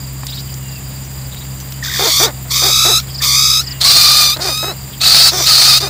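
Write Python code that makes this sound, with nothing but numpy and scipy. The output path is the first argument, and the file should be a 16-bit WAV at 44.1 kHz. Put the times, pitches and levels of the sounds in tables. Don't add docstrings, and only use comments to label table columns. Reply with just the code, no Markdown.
import sys
import numpy as np
from scipy import signal
from scipy.fft import rfft, irfft
from scipy.io import wavfile
from scipy.ndimage import uniform_filter1d

SR = 44100
rng = np.random.default_rng(int(sys.argv[2]) if len(sys.argv) > 2 else 0)


def wrap_up_sound(samples):
    columns = np.atleast_2d(samples).T
    tamed = np.clip(columns, -1, 1)
    steps = np.round(tamed * 32767).astype(np.int16)
    wavfile.write(sys.argv[1], SR, steps)


def amplitude_ratio(level_db):
    exponent = np.asarray(level_db, float) / 20
    return 10 ** exponent


N = 259786
T = np.arange(N) / SR
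SECOND_RAT_S = 3.72
CUTOFF_HZ = 15650


def rms_one(x):
    return x / np.sqrt(np.mean(x ** 2) + 1e-20)


def in_time(rows):
    s, *columns = np.transpose(rows)
    return [np.interp(T, s, c) for c in columns]


def at_hz(points, hz):
    f, db = np.transpose(points)
    return np.interp(np.log(np.maximum(hz, 1)), np.log(f), db, left=db[0] - 12, right=db[-1] - 21)


def drift(rate_hz):
    r = np.exp(-2 * np.pi * rate_hz / SR)
    white = rng.standard_normal(N + 20000)
    return rms_one(signal.lfilter([1], [1, -2 * r, r * r], white)[20000:])


def resonance(x, hz, width_hz):
    r = np.exp(-np.pi * width_hz / SR)
    poles = [1, -2 * r * np.cos(2 * np.pi * hz / SR), r * r]
    return signal.lfilter([(1 - r * r) / 2, 0, (r * r - 1) / 2], poles, x)


def coloured(x, spectrum):
    gain = amplitude_ratio(at_hz(spectrum, np.fft.rfftfreq(N, 1 / SR)))
    return rms_one(irfft(rfft(x) * gain, N))


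def rats():
    # (time [s], level [dB], pitch [Hz])
    calls = [
        [(1.838, -22, 1215), (1.855, -20, 1210), (1.914, -22.5, 1195), (2.016, -13.5, 1159), (2.11, -11, 1091),
         (2.254, -8.5, 1190)],
        [(2.512, -14, 1096), (2.56, -13, 1192), (2.66, -11, 1193), (2.8, -10, 1250), (2.98, -9.5, 1265)],
        [(3.222, -13.5, 1173), (3.29, -11, 1133), (3.41, -8.5, 1211), (3.6, -11.5, 1273)],
        [(3.813, -10, 1059), (3.85, -4, 1091), (3.95, -4, 1208), (4.22, -6, 1210), (4.3, -11, 1180),
         (4.338, -13.5, 1240)],
        [(4.403, -24, 1225), (4.42, -18, 1220), (4.5, -16.5, 1214), (4.6, -19, 1263), (4.712, -22, 1293)],
        [(5.012, -11, 1295), (5.046, -4, 1301), (5.29, -3, 1308)],
        [(5.316, -19, 1215), (5.42, -13, 1188), (5.458, -13, 1232)],
        [(5.461, -10, 1231), (5.475, -5.5, 1250), (5.7, -4, 1218), (5.778, -7, 1264)],
        [(5.805, -17, 1160), (5.84, -17.5, 1215), (5.88, -22, 1260)],
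    ]
    # (at start [Hz], at end [Hz])
    mouths = [(4340, 3800), (4288, 4130), (4500, 5300), (4480, 4610), (4900, 4500), (4360, 4620),
              (6000, 5650), (4500, 4640), (4620, 4900)]
    # (opening hoarse share [0-1], settled share [0-1], clearing time [s])
    hoarseness = [(.75, .2, .28), (.5, .06, .15), (.5, .07, .06), (.9, .55, .03), (.65, .06, .095),
                  (.85, .7, .2), (.45, .2, .12), (.78, .5, .3), (.4, .3, .06)]
    # (frequency [Hz], level [dB])
    clear_throat = [
        [(650, -7), (1100, -15), (1340, -12), (1810, 0.5), (2410, -16), (3010, -15.5), (3710, -4), (5230, -5),
         (5850, -4), (9310, -16), (15500, -19)],
        [(650, -24), (1100, -5.5), (1750, -14.5), (3550, -3), (4100, 2), (4530, -1), (8420, -14), (9730, -10),
         (11700, -22.5), (14300, -6), (15500, -25)],
    ]
    # (frequency [Hz], level [dB])
    hoarse_throat = [
        [(290, -57), (500, -9), (901, -23), (1150, 7.5), (1430, -21.5), (2290, 0), (2760, -15.5), (3580, 6.5),
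         (3900, -6), (4700, 4), (8230, -5.5), (8970, -23.5), (15500, 1.5)],
        [(210, -64), (350, -37), (726, -9), (1050, -22), (1260, -8.5), (1600, -13.5), (3270, -10.5), (4490, 1),
         (5790, -9.5), (9620, -11.5), (10700, -22.5), (14500, -19.5), (15500, -7)],
    ]
    # (time [s], level [dB])
    croak_curve = [(1.82, -38), (1.828, -18.5), (1.844, -28), (1.94, -24.5), (1.948, -24.5), (2.0, -30)]
    stutter_start_s, stutter_end_s, stutter_hz = 3.822, 3.846, 175

    controls = np.array([squeal(*row) for row in zip(calls, mouths, hoarseness)])
    loudest = controls[:, 0].argmax(axis=0)
    level_db, pitch_hz, mouth_hz, rough, beats, depth, doubling = controls[loudest, :, np.arange(N)].T
    caught = (T > stutter_start_s) & (T < stutter_end_s)
    catches = np.cos(np.pi * stutter_hz * (T - stutter_start_s)) ** 2
    level = amplitude_ratio(level_db) * (1 - caught * .85 * catches)

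    swing = np.cos(2 * np.pi * beats) - 0.31 * np.cos(4 * np.pi * beats + 0.44)
    wobble = (.004 + .03 * rough) * drift(70.0) + .02 * rough * drift(400.0) + .006 * drift(30)
    cycles = np.cumsum(pitch_hz * (1 + depth * swing + wobble)) / SR
    clear = throat(partials(cycles, pitch_hz, rough, doubling), clear_throat, mouth_hz, 0)
    clear = clear * amplitude_ratio(27.0 * depth * swing + 0.9 * drift(150.0))

    count = np.floor(cycles).astype(int)
    beat_db = rng.normal(0, 2.14, N)[count] + 2.5 * (count % 2)
    gate = .3 + (.5 + .5 * np.cos(2 * np.pi * cycles)) ** 2
    hoarse = throat(rng.standard_normal(N) * gate * amplitude_ratio(beat_db), hoarse_throat, mouth_hz, 1.0)
    hoarse = hoarse * amplitude_ratio(1.6 * drift(45.0) + 1.5 * drift(200.0) - .8)

    slide = beats % 1
    croak_phase = 2 * np.pi * np.cumsum(2000 - 500 * slide + 110 * drift(60)) / SR
    croak = np.sin(croak_phase) * np.sin(np.pi * slide) ** 1.5
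    croak = croak * amplitude_ratio(in_time(croak_curve)[0] + 4.5 + 2.0 * drift(40.4))
    croak = croak * (T > croak_curve[0][0]) * (T < croak_curve[-1][0])
    return level * (np.sqrt(1 - rough) * clear + np.sqrt(rough) * hoarse) + croak


def squeal(curve, mouth, hoarseness):
    attack_db_per_s, release_db_per_s = (1500, 2200), (650, 800)
    flutter_depth = (0.064, 0.017)
    flick_s = .018

    level_db, pitch_hz = in_time(curve)
    start, end, second = curve[0][0], curve[-1][0], int(curve[0][0] > SECOND_RAT_S)
    since, after = T - start, np.maximum(T - end, 0)
    mouth_hz = np.interp(T, [start, end], mouth) + 47 * (level_db - level_db.max())
    sunk = amplitude_ratio(1.3 * (level_db - np.maximum.accumulate(level_db)))
    level_db = level_db + attack_db_per_s[second] * np.minimum(since, 0) - release_db_per_s[second] * after
    pitch_hz = pitch_hz * (1 + .11 * np.minimum(after / flick_s, 1))

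    opening, settled, clearing = hoarseness
    strain = settled + (opening - settled) * np.exp(-(np.maximum(since, 0) / clearing) ** 2)
    strain = strain * sunk ** second
    strain = np.where(after > flick_s, .95, strain)
    beats = .05 + 71 * since - 26 / 2 * since ** 2
    calming = np.clip(1 - (end - T) / .12, 0, 1)
    depth = flutter_depth[second] * (1 - .45 * calming)
    doubling = second * np.minimum(1.3 * strain, .8)
    return level_db, pitch_hz, mouth_hz, strain, beats, depth, doubling


def partials(cycles, pitch_hz, rough, doubling):
    out, loose = np.zeros(N), [drift(300.0), drift(300.0), drift(300.0)]
    halves = doubling * amplitude_ratio(3 * drift(40.0))
    flicker = drift(35)
    for twice in range(1, 27):
        k = twice / 2
        slip = (.05 * k * rough + .14 * max(k - 5.5, 0)) * loose[twice % 3]
        strength = halves * min(k / 3.5, 1) ** 2 if twice % 2 else 1
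        strength = strength * (k * pitch_hz < CUTOFF_HZ)
        strength = strength * amplitude_ratio((1.2 + 3.5 * rough) * np.roll(flicker, 7919 * twice))
        out += strength * np.cos(2 * np.pi * k * cycles + .9 * k * k + slip)
    return out


def throat(x, spectra, mouth_hz, stretch):
    mouth_db, mouth_width_hz, mouth_rest_hz = 5, 1300, 4500
    answer_start_s, answer_end_s = 5.31, 5.46
    f, t, z = signal.stft(x, SR, nperseg=256)
    centre_hz = np.interp(t, T, mouth_hz)
    mouth = mouth_db / (1 + ((f[:, None] - centre_hz) / mouth_width_hz * 2) ** 2)
    first = at_hz(spectra[0], f)[:, None]
    second = at_hz(spectra[1], f[:, None] * (mouth_rest_hz / centre_hz) ** stretch)
    first_calls = (t < SECOND_RAT_S) | (t > answer_start_s) & (t < answer_end_s)
    colour = np.where(first_calls, first, second)
    y = signal.istft(z * amplitude_ratio(colour + mouth), SR, nperseg=256)[1][:N]
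    return y / np.sqrt(uniform_filter1d(y ** 2, size=2600) + 1e-12)


def wire():
    # (time [s], peak level [dB], ring [Hz], width [Hz])
    flicks = [
        (0.233, -18.5, 826, 700),
        (.2674, -12, 5200, 4000),
        (.5407, -17, 5430, 3000),
        (1.3453, -20, 2200, 2000),
        (1.4516, -26, 2800, 1500),
        (1.583, -28, 6000, 3000),
        (1.6015, -17.5, 4500, 5000),
        (1.722, -18, 4500, 4000),
        (4.369, -12, 4004, 1199),
        (4.575, -8, 5500, 4030),
    ]
    out = np.zeros(N)
    for (s, peak_db, hz, width_hz), noise in zip(flicks, rng.standard_normal((len(flicks), 900))):
        crack = resonance(noise * np.exp(-np.arange(900) / 160), hz, width_hz)
        out[round(s * SR):][:900] += amplitude_ratio(peak_db) * crack / np.abs(crack).max()
    return out


def dog():
    # (time [s], length [s], top pitch [Hz], level [dB], hoarseness [0-1])
    barks = [
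        (1.989, 0.13, 474, -26.5, 0.7),
        (2.197, 0.12, 462, -26, 0.67),
        (2.618, 0.11, 400.6, -29.5, 0.67),
        (2.847, 0.11, 447, -29, 0.36),
        (4.361, 0.02, 363, -31.5, 0.32),
        (4.386, 0.15, 408.7, -32.5, 0.7),
        (4.625, 0.12, 421.4, -33, 0.6),
        (5.316, 0.13, 420, -30.5, 0.48),
        (5.804, 0.097, 452, -32.5, 0.6),
        (2.448, 0.033, 413, -44.5, 0.61),
    ]
    arch = [(0, .68), (.15, .8), (0.404, 0.94), (.65, .82), (0.997, 0.54)]
    # (frequency [Hz], width [Hz], level [dB])
    muzzle = [(413, 354, 4), (770, 530, 3.5), (1250, 780, -1.5), (2200, 350, -14)]
    source, (share, bend) = np.zeros(N), np.transpose(arch)
    jitter, uneven, noise, lumps = drift(90), drift(250), rng.standard_normal(N), drift(45)
    for s, length, top_hz, level_db, hoarse in barks:
        span = (T >= s) & (T < s + length)
        u = (T[span] - s) / length
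        pitch_hz = top_hz * np.interp(u, share, bend) * (1 + (.04 + .06 * hoarse) * jitter[span])
        cycles = np.cumsum(pitch_hz) / SR
        pulses = -np.diff(np.floor(cycles), prepend=-1) * 9 * amplitude_ratio(2.5 * uneven[span])
        breath = (.15 + hoarse * .6) * (1 - .6 * u) * noise[span] * (cycles % 1 < .4)
        shape = np.minimum(u / .03, 1) * np.minimum((1 - u) / .35, 1) ** .6
        gain = amplitude_ratio(level_db + 4.5 * np.exp(-u / 0.1) + 2.0 * lumps[span])
        source[span] += gain * shape * (pulses + breath)
    voice = sum((-1) ** k * amplitude_ratio(db + 20.5) * resonance(source, hz, width_hz)
                for k, (hz, width_hz, db) in enumerate(muzzle))
    return signal.sosfilt(signal.butter(2, 260, "high", fs=SR, output="sos"), voice)


def note(s, length, from_hz, to_hz, level_db, breathy, wobble):
    span = np.flatnonzero((T >= s) & (T < s + length))
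    u = (T[span] - s) / length
    phase = 2 * np.pi * np.cumsum(from_hz + (to_hz - from_hz) * u) / SR
    out = np.zeros(N)
    out[span] = amplitude_ratio(level_db + 4) * np.sin(np.pi * u) ** .7 * np.sin(phase + 1.8 * breathy * wobble[span])
    return out


def birds():
    # (time [s], level [dB])
    low_notes = [(.278, -29), (.368, -29), (1.315, -36), (1.359, -35), (1.405, -36)]
    rising_notes = [(.341, -31.5), (.38, -30.5), (1.368, -40), (1.42, -44)]
    falling_notes = [(3.102, -33), (3.142, -25), (3.178, -23.5), (3.63, -30.5), (3.664, -24),
                     (3.705, -24.5)]
    # (time [s], length [s], from [Hz], to [Hz], level [dB])
    peeps = [(.292, 0.03, 5000, 4820, -33), (0.318, 0.031, 3180, 4530, -28), (.47, .05, 3050, 3000, -43),
             (1.035, .04, 5950, 5900, -43), (1.603, .025, 6000, 6100, -38), (1.707, .1, 3070, 3050, -47),
             (3.078, .037, 3300, 3250, -38), (3.202, 0.02, 1810, 1740, -28),
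             (3.64, 0.16, 1880, 1980, -40.5), (3.645, 0.16, 2920, 2814, -38.5),
             (4.924, 0.033, 3390, 3140, -35.5)]
    # (time [s], length [s], from [Hz], to [Hz], level [dB])
    whistles = [
        (.581, .24, 2880, 2700, -44.5),
        (.752, .037, 2830, 2480, -40),
    ]
    wobble = drift(480.0)
    # length [s], from [Hz], to [Hz], breathiness [0-1]
    kinds = [(low_notes, (0.029, 3760, 3830, 0.46)),
             (rising_notes, (.038, 4400, 5000, 0.61)),
             (falling_notes, (0.0272, 5280, 4420, 0.25))]
    direct = sum(note(s, *shape[:3], db, shape[3], wobble) for notes, shape in kinds for s, db in notes)
    direct += sum(note(*row, 0.48, wobble) for row in peeps)
    direct += sum(note(*row, .05, wobble) for row in whistles)
    return direct + .15 * np.roll(direct, 530)


def insects():
    # (time [s], level [dB])
    chirps = [(.002, -37), (.225, -38), (.455, -37), (0.681, -36), (.912, -40.5), (1.14, -38), (1.375, -51),
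              (1.47, -51), (1.705, -46), (2.31, -58), (3.06, -37), (4.766, -40), (4.96, -36)]
    # (frequency [Hz], level [dB per Hz])
    katydid_spectrum = [(9000, -24), (10500, -17), (12500, -8), (14200, -2), (15300, 0), (16000, 0)]
    far_db, cicada_db, katydid_db = -43, -40, -37
    stroke_hz, crest_s = 18.27, .02

    wobble = drift(240.0)
    near = sum(note(s + 0.034 * k, 0.0242, 4950, 4620, db - 2.0 * (k == 0), 0.39, wobble)
               for s, db in chirps for k in range(3))
    far = rms_one(resonance(resonance(rng.standard_normal(N), 4800, 400), 4800, 420)) * amplitude_ratio(2.0 * drift(30.0))
    cicada = rms_one(resonance(resonance(rng.standard_normal(N), 7020, 350), 7400, 400))
    cicada = cicada * amplitude_ratio(1.0 * drift(25.0))
    throb = 2 * np.pi * stroke_hz * (T - crest_s) + .5 * drift(.8)
    strokes_db = 2.8 * np.cos(throb) - 1.3 * np.cos(2 * throb) + 1.0 * np.cos(4 * throb)
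    strokes_db = strokes_db + 0.4 * drift(3.7) + 1.2 * drift(60.0)
    katydid = coloured(rng.standard_normal(N), katydid_spectrum) * amplitude_ratio(strokes_db)
    return near + amplitude_ratio(far_db) * far + amplitude_ratio(cicada_db) * cicada + amplitude_ratio(katydid_db) * katydid


def engine():
    # (time [s], second order [Hz], level [dB])
    running = [(0, 132.5, -28.5), (1.95, 132, -29), (2.13, 129.7, -35.5), (2.2, 130, -29),
               (2.9, 130.2, -28.5), (3.2, 132.7, -28.5), (4.7, 132.7, -32.5), (5.89, 132.5, -29.5)]
    # (multiple of firing rate, level [dB])
    orders = [(1, -5.5), (2, -1), (3, -17), (4, -22.5)]
    line_hz, level_db = in_time(running)
    turns = np.cumsum(line_hz / 2 * (1 + 0.003 * drift(3.2))) / SR
    return sum(amplitude_ratio(level_db + db + 5 + 0.45 * drift(11.0)) * np.sin(2 * np.pi * k * turns + k * k)
               for k, db in orders)


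def air():
    # (frequency [Hz], level [dB per Hz])
    ambience = [(15, -42), (25, -12), (136, -5.5), (211, -14), (460, -22), (1060, -22.5), (1370, -26.5),
                (1870, -25), (4090, -28.5), (4900, -42), (5580, -35.5), (6530, -33), (7240, -22),
                (9640, -30), (12500, -46), (16200, -66), (22000, -120)]
    return amplitude_ratio(-32.5 + 0.49 * drift(38.0)) * coloured(rng.standard_normal(N), ambience)


def scene():
    voice = rats()
    voice = voice + .1 * np.roll(voice, 310) + .05 * np.roll(voice, 900)
    mono = voice + wire() + dog() + birds() + insects() + engine() + air()
    return np.array([mono, mono])


def roll_off(x):
    return signal.sosfilt(signal.butter(12, 15630, fs=SR, output="sos"), x)


def record(dry):
    thin = signal.sosfilt(signal.butter(2, 45, "high", fs=SR, output="sos"), dry)
    limited = thin / (1 + np.abs(thin / 1.02) ** 4) ** .25
    cut = signal.sosfilt(signal.ellip(12, .5, 60, CUTOFF_HZ - 50, fs=SR, output="sos"), limited)
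    return roll_off(cut)


dry = scene()
out = record(dry)
wrap_up_sound(out)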